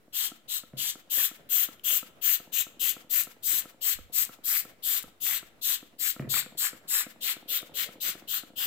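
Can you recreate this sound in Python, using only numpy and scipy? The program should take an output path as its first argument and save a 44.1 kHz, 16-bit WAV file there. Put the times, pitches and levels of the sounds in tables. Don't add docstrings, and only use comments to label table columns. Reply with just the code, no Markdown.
import sys
import numpy as np
from scipy import signal
from scipy.fft import rfft, irfft, next_fast_len
from scipy.io import wavfile
from scipy.ndimage import uniform_filter1d, map_coordinates

SR = 44100
rng = np.random.default_rng(int(sys.argv[2]) if len(sys.argv) > 2 else 0)


def unload_audio(sound):
    columns = np.transpose(np.atleast_2d(sound))
    steps = np.round(np.clip(columns, -1, 1) * 32767)
    wavfile.write(sys.argv[1], SR, steps.astype(np.int16))


def convert_level_to_amplitude(level_db):
    exponent = np.asarray(level_db, float) / 20
    return 10 ** exponent


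N = 381906
T = np.arange(N) / SR

# (start [s], end [s], hiss level [dB], swell [dB/s])
SQUEEZES = [(0.122, 0.273, -27, -43), (0.475, 0.579, -27.5, -25), (0.766, 0.904, -26.5, 9),
            (1.094, 1.264, -20.5, 7), (1.486, 1.644, -21, -42), (1.832, 1.978, -19, -2),
            (2.209, 2.354, -20.5, -49), (2.516, 2.615, -21, -19), (2.791, 2.907, -21, 20),
            (3.091, 3.213, -20, -3), (3.421, 3.597, -23, -30), (3.805, 3.932, -22, -44),
            (4.118, 4.234, -21.5, -66), (4.432, 4.6, -23.5, -48), (4.82, 4.986, -24, -34),
            (5.198, 5.374, -26, -44), (5.609, 5.75, -23.5, -42), (5.98, 6.109, -22.5, -46),
            (6.287, 6.398, -22.5, 16), (6.569, 6.67, -24, 19), (6.871, 7.014, -24.5, -48),
            (7.202, 7.321, -27, -34), (7.474, 7.578, -26, -16), (7.734, 7.84, -27, -54),
            (7.999, 8.104, -27, 17), (8.27, 8.382, -27, -6), (8.553, 8.66, -26.5, -60)]
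# (splash [dB], jet [dB], whistle [dB], low over high jet [dB])
AIM = [(-41, -6, -8, -2.5), (-46, -5.5, -8.5, -3), (-41, -4.5, -6.5, -4.5), (-37, -11.5, -11, 0),
       (-38.5, -11.5, -12.5, 0.5), (-38, -12.5, -12, 1), (-37.5, -10, -11.5, 0), (-38, -10.5, -8.5, 4.5),
       (-38.5, -11, -9.5, 2), (-36.5, -14, -11, -11), (-35.5, -12, -10, -16), (-37, -9, -10, -7.5),
       (-38.5, -11, -8.5, -8.5), (-35.5, -12, -11.5, -25), (-37.5, -9, -9, -7), (-35.5, -8, -9.5, -6),
       (-37.5, -7, -9, -11), (-39, -9, -10.5, -22), (-31.5, -5.5, -7.5, -18), (-32.5, -8.5, -5.5, -12),
       (-32, -8.5, -7, -8.5), (-36, -3.5, -10, -12), (-37.5, -4.5, -10.5, -7), (-34.5, -4, -9.5, -4),
       (-36.5, -5, -9.5, -7), (-39, -5.5, -9.5, -2), (-37, -5.5, -11.5, 4)]
# (jet core [dB], valley trim [dB], needle [dB], rise trim [ms])
TONE = [(-9.5, 0, -10, 0), (-8, 0, -10, 0), (-11, 2, -12, 0), (-8, -1, -9.5, 0), (-9, -2, -9, 0),
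        (-9.5, -1, -11, 0), (-10, 0.5, -11, 0), (-9, 2, -9, 0), (-12, 1, -8, 0), (-10, 0, -9, 0),
        (-6, 2, -14, 0), (-6, -0.5, -10, 0), (-14, 1.5, -8, 0), (-12, 1, -12, 0.0042), (-5, 0.5, -11, 0),
        (-9, 1.5, -16, 0), (-6, -1, -12, 0), (-7, 0, -10, 0), (-6, 0, -12, 0), (-12, 0.5, -10, 0),
        (-10, 1, -8, 0), (-0.5, -1, -14, 0), (1.5, -0.5, -7, 0), (-0.5, 2, -5, 0), (-0.5, 1.5, -5, 0),
        (-2.5, 0, -8, 0), (-3, 0.5, -4, 0)]
# (lead [microseconds], likeness to the left [0-1])
FAR_PORT = [(100, .5), (105, .55), (100, .6), (90, .5), (80, .4), (75, .4), (70, .45), (25, .5), (15, .45),
            (30, .3), (50, .4), (115, .4), (120, .4), (65, .45), (60, .5), (55, .5), (100, .45), (135, .6),
            (130, .55), (125, .7), (110, .7), (110, .45), (80, .5), (60, .25), (60, .2), (70, .25),
            (45, .3)]
# (time [s], nozzle pan [dB], dish pan [dB], whistle turn [dB])
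HAND = [(0.1, 9, 11.5, -5.5), (1.1, 11, 7.5, -3), (1.85, 13, 11.5, -1.5), (2.5, 17, 13, -1),
        (3.1, 13.5, 10, -6), (4.1, 12.5, 9, -7.5), (4.45, 9.5, 8, -9.5), (4.8, 10.5, 10.5, -14.5),
        (5.6, 12, 9.5, -3.5), (6.0, 12.5, 11, -10), (6.55, 8.5, 9, -24), (7.2, 7, 11, -7),
        (7.75, 9, 12.5, -3.5), (8.6, 7.5, 9.5, -10)]
# (time [s], flight [s], low over high splash [dB], low over high mist [dB])
DISH = [(0.1, 0.021, -3, -4.5), (.47, 0.028, 1, -6), (.77, 0.024, -4, -2.5), (1.1, 0.028, -6, -5),
        (1.5, 0.017, -5.5, -7.5), (2.2, 0.025, -7.5, -11), (2.5, 0.032, -6, -5), (3.1, 0.031, -9, -4.5),
        (3.4, 0.049, -6, -4.5), (4.2, 0.037, -8, -3), (5.2, 0.052, -3.5, -4), (5.98, 0.033, -8, -1.5),
        (6.3, 0.049, -3, 2), (6.6, 0.046, -1, 2), (7.5, 0.042, -7.5, -6), (8.6, 0.043, -3, -8)]
# (centre [Hz], width [Hz], level [dB])
MIST = [
    [(12040, 1960, 0)],
    [(13560, 2260, 2), (15400, 990, 1)],
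]
# (centre [Hz], width [Hz], level [dB])
VALLEY = [(4790, 1120, -4.5), (9460, 2430, -3)]
# (centre [Hz], width [Hz], level [dB])
NEEDLE = [(13700, 1000, 0)]
# (centre [Hz], width [Hz], level [dB])
WHISTLE = [
    [(6460, 1160, 0.5)],
    [(7603, 1100, 0)],
]
# (centre [Hz], width [Hz], level [dB])
JET = [
    [(3010, 1000, -2)],
    [(4300, 3400, 0)],
]
# (time [s], peak [dB])
SPITS = [(0.1365, -28), (0.5395, -25), (0.6065, -43), (1.2893, -22.5), (1.6602, -27), (1.796, -35),
         (2.0027, -25), (2.9357, -29), (2.9426, -30), (3.2365, -6), (3.2427, -14), (3.2499, -16),
         (3.2582, -28), (3.6289, -38), (4.2512, -4.5), (4.6088, -9), (4.6245, -29), (4.6358, -27),
         (4.6513, -26), (5.027, -14), (5.0318, -15), (5.379, -38), (5.7714, -25), (6.6922, -10),
         (7.0305, -22), (7.621, -20), (7.8603, -26), (7.8638, -17), (8.1317, -18), (8.3995, -33)]
# (time [s], level [dB], pitch [Hz])
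GLUGS = [(0.73, -64, 1700), (1.796, -40, 3100), (6.425, -35.5, 1480), (1.171, -42, 520),
         (1.185, -25.5, 1800), (1.196, -35, 1150), (1.205, -26.5, 1800), (6.341, -25.5, 1370),
         (6.342, -24, 2280), (6.366, -27, 1210), (6.378, -24, 2490)]
# (time [s], peak [dB], snap [dB], slurp [dB])
TRIGGER = [(0.316, -38.5, -8, -57), (0.634, -41.5, -7, -63), (0.954, -38.5, -6, -54.5),
           (1.312, -40, -5.5, -51.5), (1.686, -37.5, -4.5, -52), (2.027, -38, -3, -52.5),
           (2.4, -38.5, -7, -59), (2.666, -39.5, -4, -65), (2.965, -36.5, -5.5, -53),
           (3.27, -38, -6, -51.5), (3.654, -37, -6, -52.5), (3.987, -38.5, -6.5, -62.5),
           (4.292, -38, -4, -49), (4.651, -39, -6.5, -53.5), (5.039, -38.5, -5, -58),
           (5.427, -40.5, -5, -58), (5.826, -38.5, -10.5, -63), (6.162, -36.5, -6.5, -56),
           (6.461, -36, -8.5, -63), (6.729, -37, -8, -55), (7.064, -34.5, -13, -49.5),
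           (7.365, -37, -10, -60), (7.627, -35, -9, -54), (7.887, -37, -8.5, -53), (8.151, -36, -9, -53),
           (8.433, -38, -8, -59)]
# (centre [Hz], width [Hz], level [dB])
DIP_TUBE = [(1800, 2100, 2), (8000, 3000, -3.5), (13340, 2700, 0)]
# (time [s], peak [dB])
BALL_LIFTS = [(1.175, -45), (2.473, -45.5), (2.5, -51), (2.741, -54), (3.365, -49), (3.743, -48.5),
              (4.387, -45.5), (5.079, -46), (6.522, -44), (6.814, -53), (7.16, -46.5), (7.426, -45.5),
              (7.694, -43), (7.719, -44), (7.955, -43), (8.221, -41.5)]
# (time [s], peak [dB])
BALL_SEATS = [(0.078, -47.5), (1.074, -52), (1.784, -54), (2.768, -46), (3.044, -44), (3.07, -49),
              (3.777, -51), (4.096, -44), (5.932, -50), (5.963, -51), (6.549, -41), (6.85, -46.5),
              (7.182, -57), (7.456, -44), (7.98, -45), (8.251, -46), (8.501, -42.5), (8.534, -43.5)]
# (centre [Hz], width [Hz], level [dB])
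BOTTLE = [(211, 133, -0.5), (327, 75, 2.5), (495, 33, -0.5), (722, 88, -5.5)]
# (time [s], peak [dB], brightness [dB])
THUDS = [
    (.733, -35, -17.5),
    (6.195, -23.5, -7),
    (6.223, -32.5, -5),
    (6.243, -34, -18),
    (6.272, -35, -22),
]
# (centre [Hz], width [Hz], level [dB])
FLOORBOARD = [(101, 7.1, -7), (135, 19.5, 4), (226, 26, 0), (340, 65, -8), (520, 45, -10), (644, 50, -11.5)]
# (frequency [Hz], level [dB])
SHADOW = [(500, 34), (1500, -6), (3000, -7.5), (5500, 11.5), (7600, -2.5), (10000, 2), (14000, 0)]
# (frequency [Hz], t60 [s])
WORKSHOP = [(100, 0.46), (500, 0.47), (2000, 0.58), (8000, 0.34), (15000, 0.25)]
# (time [s], level [dB])
MURK = [(0, -68.5), (.3, -66.5), (1.5, -64.5), (2.45, -62.5), (4.3, -65), (5.3, -64), (5.7, -67),
        (6.24, -63.5), (7.5, -62.5), (8.66, -64.5)]
# (frequency [Hz], density [dB/Hz])
MURK_COLOUR = [(20, -23.5), (60, -5.5), (150, -1.5), (320, -1), (430, -3), (520, -2.5), (650, -3.5),
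               (900, -12), (1300, -10.5), (3000, -17), (8000, -33), (15000, -29)]
# (time [s], level [dB], length [s])
PUFFS = [
    (0.793, -70, 0.17),
    (4.003, -51, 0.14),
    (5.06, -61, .07),
    (5.38, -64, .12),
    (6.253, -66, 0.26),
]
# (frequency [Hz], density [dB/Hz])
PUFF_COLOUR = [(15, -8), (40, -10), (70, -12.5), (140, -26), (300, -86.5)]
# (frequency [Hz], left-right likeness [0-1])
ALIKE = [(30, 0.17), (70, 0.64), (200, 0.7), (500, 0.68), (1500, 0.062), (5000, 0.051)]

SQUEEZE = (np.searchsorted(np.array(SQUEEZES)[:, 0], T) - 1).clip(0)


def spray():
    nozzle_pan_db, dish_pan_db, _ = held(HAND)
    spit = spits()
    nozzle = patchy(mist() + whistle(), depth_db=1.35) + [spit, 0 * spit]
    dish = patchy(jet() + splash(), depth_db=1.69)
    return ports(nozzle, nozzle_pan_db) + ports(dish, dish_pan_db)


def pressure():
    start, end, hiss_db, swell = each(SQUEEZES)
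    rise_ms = (15.7 + each(TONE)[3] - 0.32 * swell).clip(5)
    since = (T - start - .0015).clip(0)
    build = 40 * np.log10(1e-4 + 1 - np.exp(-since / rise_ms * 1000))
    swelling = swell * (T - end).clip(None, 0)
    return build, swelling, hiss_db + swelling + build


def stop(steep, leak_db):
    _, end, _, swell = each(SQUEEZES)
    softness_s = 0.0037
    fall_db_per_ms = 0.35 - 0.00075 * swell
    collapse = fall_db_per_ms * 1500 * softness_s * np.logaddexp(0, (T - end) / softness_s)
    dribble_db = -230 * (T - end).clip(0)
    return convert_level_to_amplitude(-steep * collapse) + convert_level_to_amplitude(leak_db + dribble_db)


def mist():
    _, _, flow = pressure()
    _, valley_trim, needle_db, _ = each(TONE)
    mist_lean = held(DISH)[2]
    valley_db = -7.5 - 0.79 * held(HAND)[0]
    bright = hiss(MIST, mist_lean) + convert_level_to_amplitude(needle_db) * turbulence(NEEDLE, flutter_db=0.5)
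    bright = convert_level_to_amplitude(flow - 1.82) * stop(1.55, -42.5) * bright
    broad = convert_level_to_amplitude(flow + valley_db + valley_trim - 0.5) * stop(0.82, -29)
    return bright + broad * turbulence(VALLEY, flutter_db=0.8)


def whistle():
    _, _, flow = pressure()
    level = convert_level_to_amplitude(flow + each(AIM)[2] - 0.5) * stop(1.0, -24.0)
    return level * hiss(WHISTLE, held(HAND)[2])


def jet():
    build, swelling, flow = pressure()
    _, jet_db, _, jet_lean = each(AIM)
    level = convert_level_to_amplitude(flow - 0.43 * build - 0.65 * swelling + jet_db - 2.5) * stop(0.84, -26.5)
    core_band = lambda f: 1 / (1 + (f / 4250) ** 30) / (1 + (2770 / (f + 1)) ** 20)
    core = unit(filtered(rng.standard_normal((2, N)), core_band))
    sleeve_band = lambda f: (0.25 + 1 / (1 + (f / 4450) ** 16)) / (1 + (2550 / (f + 1)) ** 12)
    sleeve = filtered(hiss(JET, jet_lean), sleeve_band)
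    return level * (convert_level_to_amplitude(each(TONE)[0] - 4) * core + sleeve)


def splash():
    start, end, _, _ = each(SQUEEZES)
    build, _, _ = pressure()
    flight, splash_lean, _ = held(DISH)
    arrive, peak = start + flight, start + 0.7 * (end - start)
    level = each(AIM)[0] - 90 * np.hypot(T - peak, .012) + 0.12 * build - 0.96
    level = level - 7.6 * np.logaddexp(0, (arrive - T) / 0.01)

    def plops(mid_hz):
        return np.array([droplets(2000, mid_hz, spread=0.28, cycles=0.55, scatter_db=2.5) for _ in "LR"])

    foam = leaning(plops(1316), plops(2345), splash_lean)
    return convert_level_to_amplitude(level) * stop(0.33, -6.0) * filtered(foam, lambda f: 1 / (1 + (1200 / (f + 1)) ** 5))


def spits():
    start, end = np.array(SQUEEZES)[:, :2].T
    late, size = rng.random((len(SQUEEZES), 2)).T
    prime = pulses(start + .008, -42 + 8 * (late - .5))
    sputter = pulses(end + .02 + .04 * late, -36 + 8 * (size - .5))
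    bursts = pulses(*np.transpose(SPITS)) + (prime + sputter)
    return filtered(bursts, modes([(12500, 7000, 4), (5000, 4000, -8)]))


def glugs():
    ring = np.zeros(N)
    for s, db, hz in GLUGS:
        after = (T - s).clip(0)
        ring += convert_level_to_amplitude(db - 5.4 * hz * after / 4) * np.sin(2 * np.pi * hz * after)
    return ring * convert_level_to_amplitude([[0], [-9.5]])


def pump():
    snap = [(933, 530, -12.5), (1337, 77, 2.5), (2100, 900, -15.5)]
    trigger = knocks(np.array(TRIGGER)[:, :3], BOTTLE, snap, body_db=34.5, edge_db=41.5, soft_hz=2220)
    ball = [(*row, -4) for row in BALL_LIFTS] + [(*row, -12) for row in BALL_SEATS]
    return trigger + knocks(ball, BOTTLE, [(820, 150, -5.5)], body_db=34.0, edge_db=43.0, soft_hz=1800)


def refill():
    s, db = np.array(TRIGGER)[:, ::3].T
    after_snap_s = 0.046
    nearest = np.searchsorted((s[1:] + s[:-1]) / 2 + after_snap_s, T)
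    t = T - s[nearest] - after_snap_s
    level = convert_level_to_amplitude(db[nearest] + 4.0 - np.where(t < 0, 300, 500) * np.abs(t) - 6500 * t ** 2)
    return level * unit(filtered(rng.standard_normal((2, N)), modes(DIP_TUBE))) * convert_level_to_amplitude([[0], [-5.5]])


def slosh():
    middle_s, length_s = 7.87, 0.43
    lap = convert_level_to_amplitude(-61 - 11 * ((T - middle_s) / length_s) ** 2 + 3 * wobble(25))
    return lap * unit(filtered(rng.standard_normal(N), lambda f: modes([(520, 160, 0)])(f) ** 2))


def thuds():
    edge = [(1150, 360, -0.5), (1950, 250, 1.5), (2470, 440, -2.0)]
    return knocks(THUDS, FLOORBOARD, edge, body_db=42.0, edge_db=27, soft_hz=3560)


def room(x, wet_db):
    hz, t, z = signal.stft(rng.standard_normal((2, SR // 2)), SR, nperseg=256)
    decay = convert_level_to_amplitude(-60 * t / along(WORKSHOP, hz)[:, None])
    tail = signal.istft(z * decay, SR, nperseg=256)[1]
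    late = np.pad(x, (250, 0))[None]
    wet = signal.fftconvolve(late, tail / np.linalg.norm(tail[0]), axes=1)[:, :N]
    return convert_level_to_amplitude(wet_db) * diffuse(wet, [(1000, 0.005)])


def background():
    squeezing = np.searchsorted(np.array(SQUEEZES)[:, :2].ravel(), T) % 2
    grip_db = 2.5 * uniform_filter1d(1. * squeezing, size=2000)
    murk_db = np.interp(T, *np.transpose(MURK)) + grip_db
    murk_db = 0.49 * wobble(2.29) + murk_db + 0.7 + 1.36 * wobble(8.9) + 2.93 * wobble(30)
    air = patchy(rng.standard_normal((2, N)), depth_db=1.5)
    murk = convert_level_to_amplitude(murk_db) * unit(diffuse(air, MURK_COLOUR))
    stir = convert_level_to_amplitude(-80.5 + 2.5 * wobble(5.3))
    stir = stir + sum(convert_level_to_amplitude(db - 20 * np.abs(T - s) / length) for s, db, length in PUFFS)
    puff = stir * convert_level_to_amplitude([[-2.5], [2.5]]) * unit(diffuse(rng.standard_normal((2, N)), PUFF_COLOUR))
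    return murk + puff + convert_level_to_amplitude(-73.0) * rng.standard_normal((2, N))


def each(table):
    return np.array(table)[SQUEEZE].T


def held(table):
    s, *columns = np.transpose(table)
    return [np.interp(each(SQUEEZES)[0], s, c) for c in columns]


def unit(x):
    return x / np.sqrt(np.mean(x ** 2) + 1e-20)


def along(points, hz):
    f, v = np.transpose(points)
    return np.interp(np.log(hz + 1), np.log(f + 1), v)


def filtered(x, response):
    m = next_fast_len(N + SR // 2)
    return irfft(rfft(x, m) * response(np.fft.rfftfreq(m, 1 / SR)), m)[..., :N]


def modes(rows):
    def response(f):
        total = 0
        for k, (c, w, db) in enumerate(rows):
            total = total + (-1) ** k * convert_level_to_amplitude(db) * 1j * f * w / (c * c - f * f + 1j * f * w)
        return total
    return response


def wobble(rate):
    return map_coordinates(rng.standard_normal(int(N * rate / SR) + 4), [T * rate])


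def pulses(times, db):
    return np.bincount((np.asarray(times) * SR).astype(int).clip(0, N - 1), convert_level_to_amplitude(db), N)


def turbulence(rows, flutter_db):
    noise = filtered(rng.standard_normal((2, N)), lambda f: modes(rows)(f) ** 2)
    return unit(noise * convert_level_to_amplitude(flutter_db * wobble(350) + 0.53 * wobble(45)))


def leaning(low, high, lean_db):
    return (convert_level_to_amplitude(lean_db) * low + high) / np.sqrt(1 + convert_level_to_amplitude(2 * lean_db))


def hiss(parts, lean_db):
    low, high = [turbulence(rows, flutter_db=1.3) for rows in parts]
    return leaning(low, high, lean_db)


def droplets(rate, mid_hz, spread, cycles, scatter_db):
    when, tone, size = rng.random((int(rate * N / SR), 3)).T
    hz = mid_hz * np.exp(spread * (2 * tone - 1))[:, None]
    t = np.arange(256) / SR
    level = convert_level_to_amplitude(-scatter_db * np.log(size + 1e-4))[:, None]
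    plop = level * np.sin(2 * np.pi * hz * t) * np.exp(-t * hz / cycles) * (1 - np.exp(-t * hz))
    place = (when * N).astype(int)[:, None] + np.arange(256)
    return unit(np.bincount(place.ravel(), plop.ravel(), N + 256)[:N])


def knocks(events, body, edge, body_db, edge_db, soft_hz):
    s, db, rel_db = np.transpose(events)
    late, loss = rng.random((len(s), 2)).T

    def blow(at, level):
        return pulses(at, level) - pulses(at + 0.001 + 0.00299 * late, level - 3.5 - 10 * loss)

    low = filtered(blow(s + 0.0013, db + body_db), modes(body))
    high = filtered(blow(s + 0.00045, db + rel_db + edge_db), modes(edge))
    return filtered(low + high, lambda f: 1 / (1 + 1j * f / soft_hz) ** 3)


def patchy(pair, depth_db):
    z = signal.stft(pair, nperseg=256)[2]
    field = uniform_filter1d(rng.standard_normal(z.shape[1:]), size=3, axis=0)
    field = uniform_filter1d(field, size=56, axis=1)
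    return signal.istft(z * convert_level_to_amplitude(depth_db * unit(field)), nperseg=256)[1][:, :N]


def delayed(x, microseconds):
    return map_coordinates(x, [np.arange(N) - microseconds * 1e-6 * SR], order=5, mode="nearest")


def ports(pair, pan_db):
    near, scatter = pair
    lead, share = each(FAR_PORT)
    far = share * delayed(near, -lead) + np.sqrt(1 - share ** 2) * scatter
    return np.array([near, convert_level_to_amplitude(-pan_db) * far])


def diffuse(pair, colour):
    def response(hz):
        turn = np.arccos(np.clip(along(ALIKE, hz), -1, 1)) / 2
        return convert_level_to_amplitude(along(colour, hz)) * [np.cos(turn), np.sin(turn)]
    mid, side = filtered(pair, response)
    return np.array([mid + side, mid - side])


def scene():
    near, far = spray()
    shaded = filtered(far, lambda hz: convert_level_to_amplitude(along(SHADOW, hz)))
    bottle = np.array([near, shaded]) + refill() + glugs() + room(near, [[-19], [-22]])
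    knock, thud = pump(), thuds()
    knock = knock + room(knock, -9.5)
    thud = 0.95 * thud + room(thud, -4)
    return bottle + knock + thud + background() + slosh()


def low_pass(x):
    return signal.sosfilt(signal.butter(12, 16650, fs=SR, output="sos"), x)


def record(dry):
    limited = filtered(dry, lambda hz: 1 / (1 + (hz / 15900) ** 160))
    return low_pass(limited - .0005)


dry = scene()
out = record(dry)
unload_audio(out)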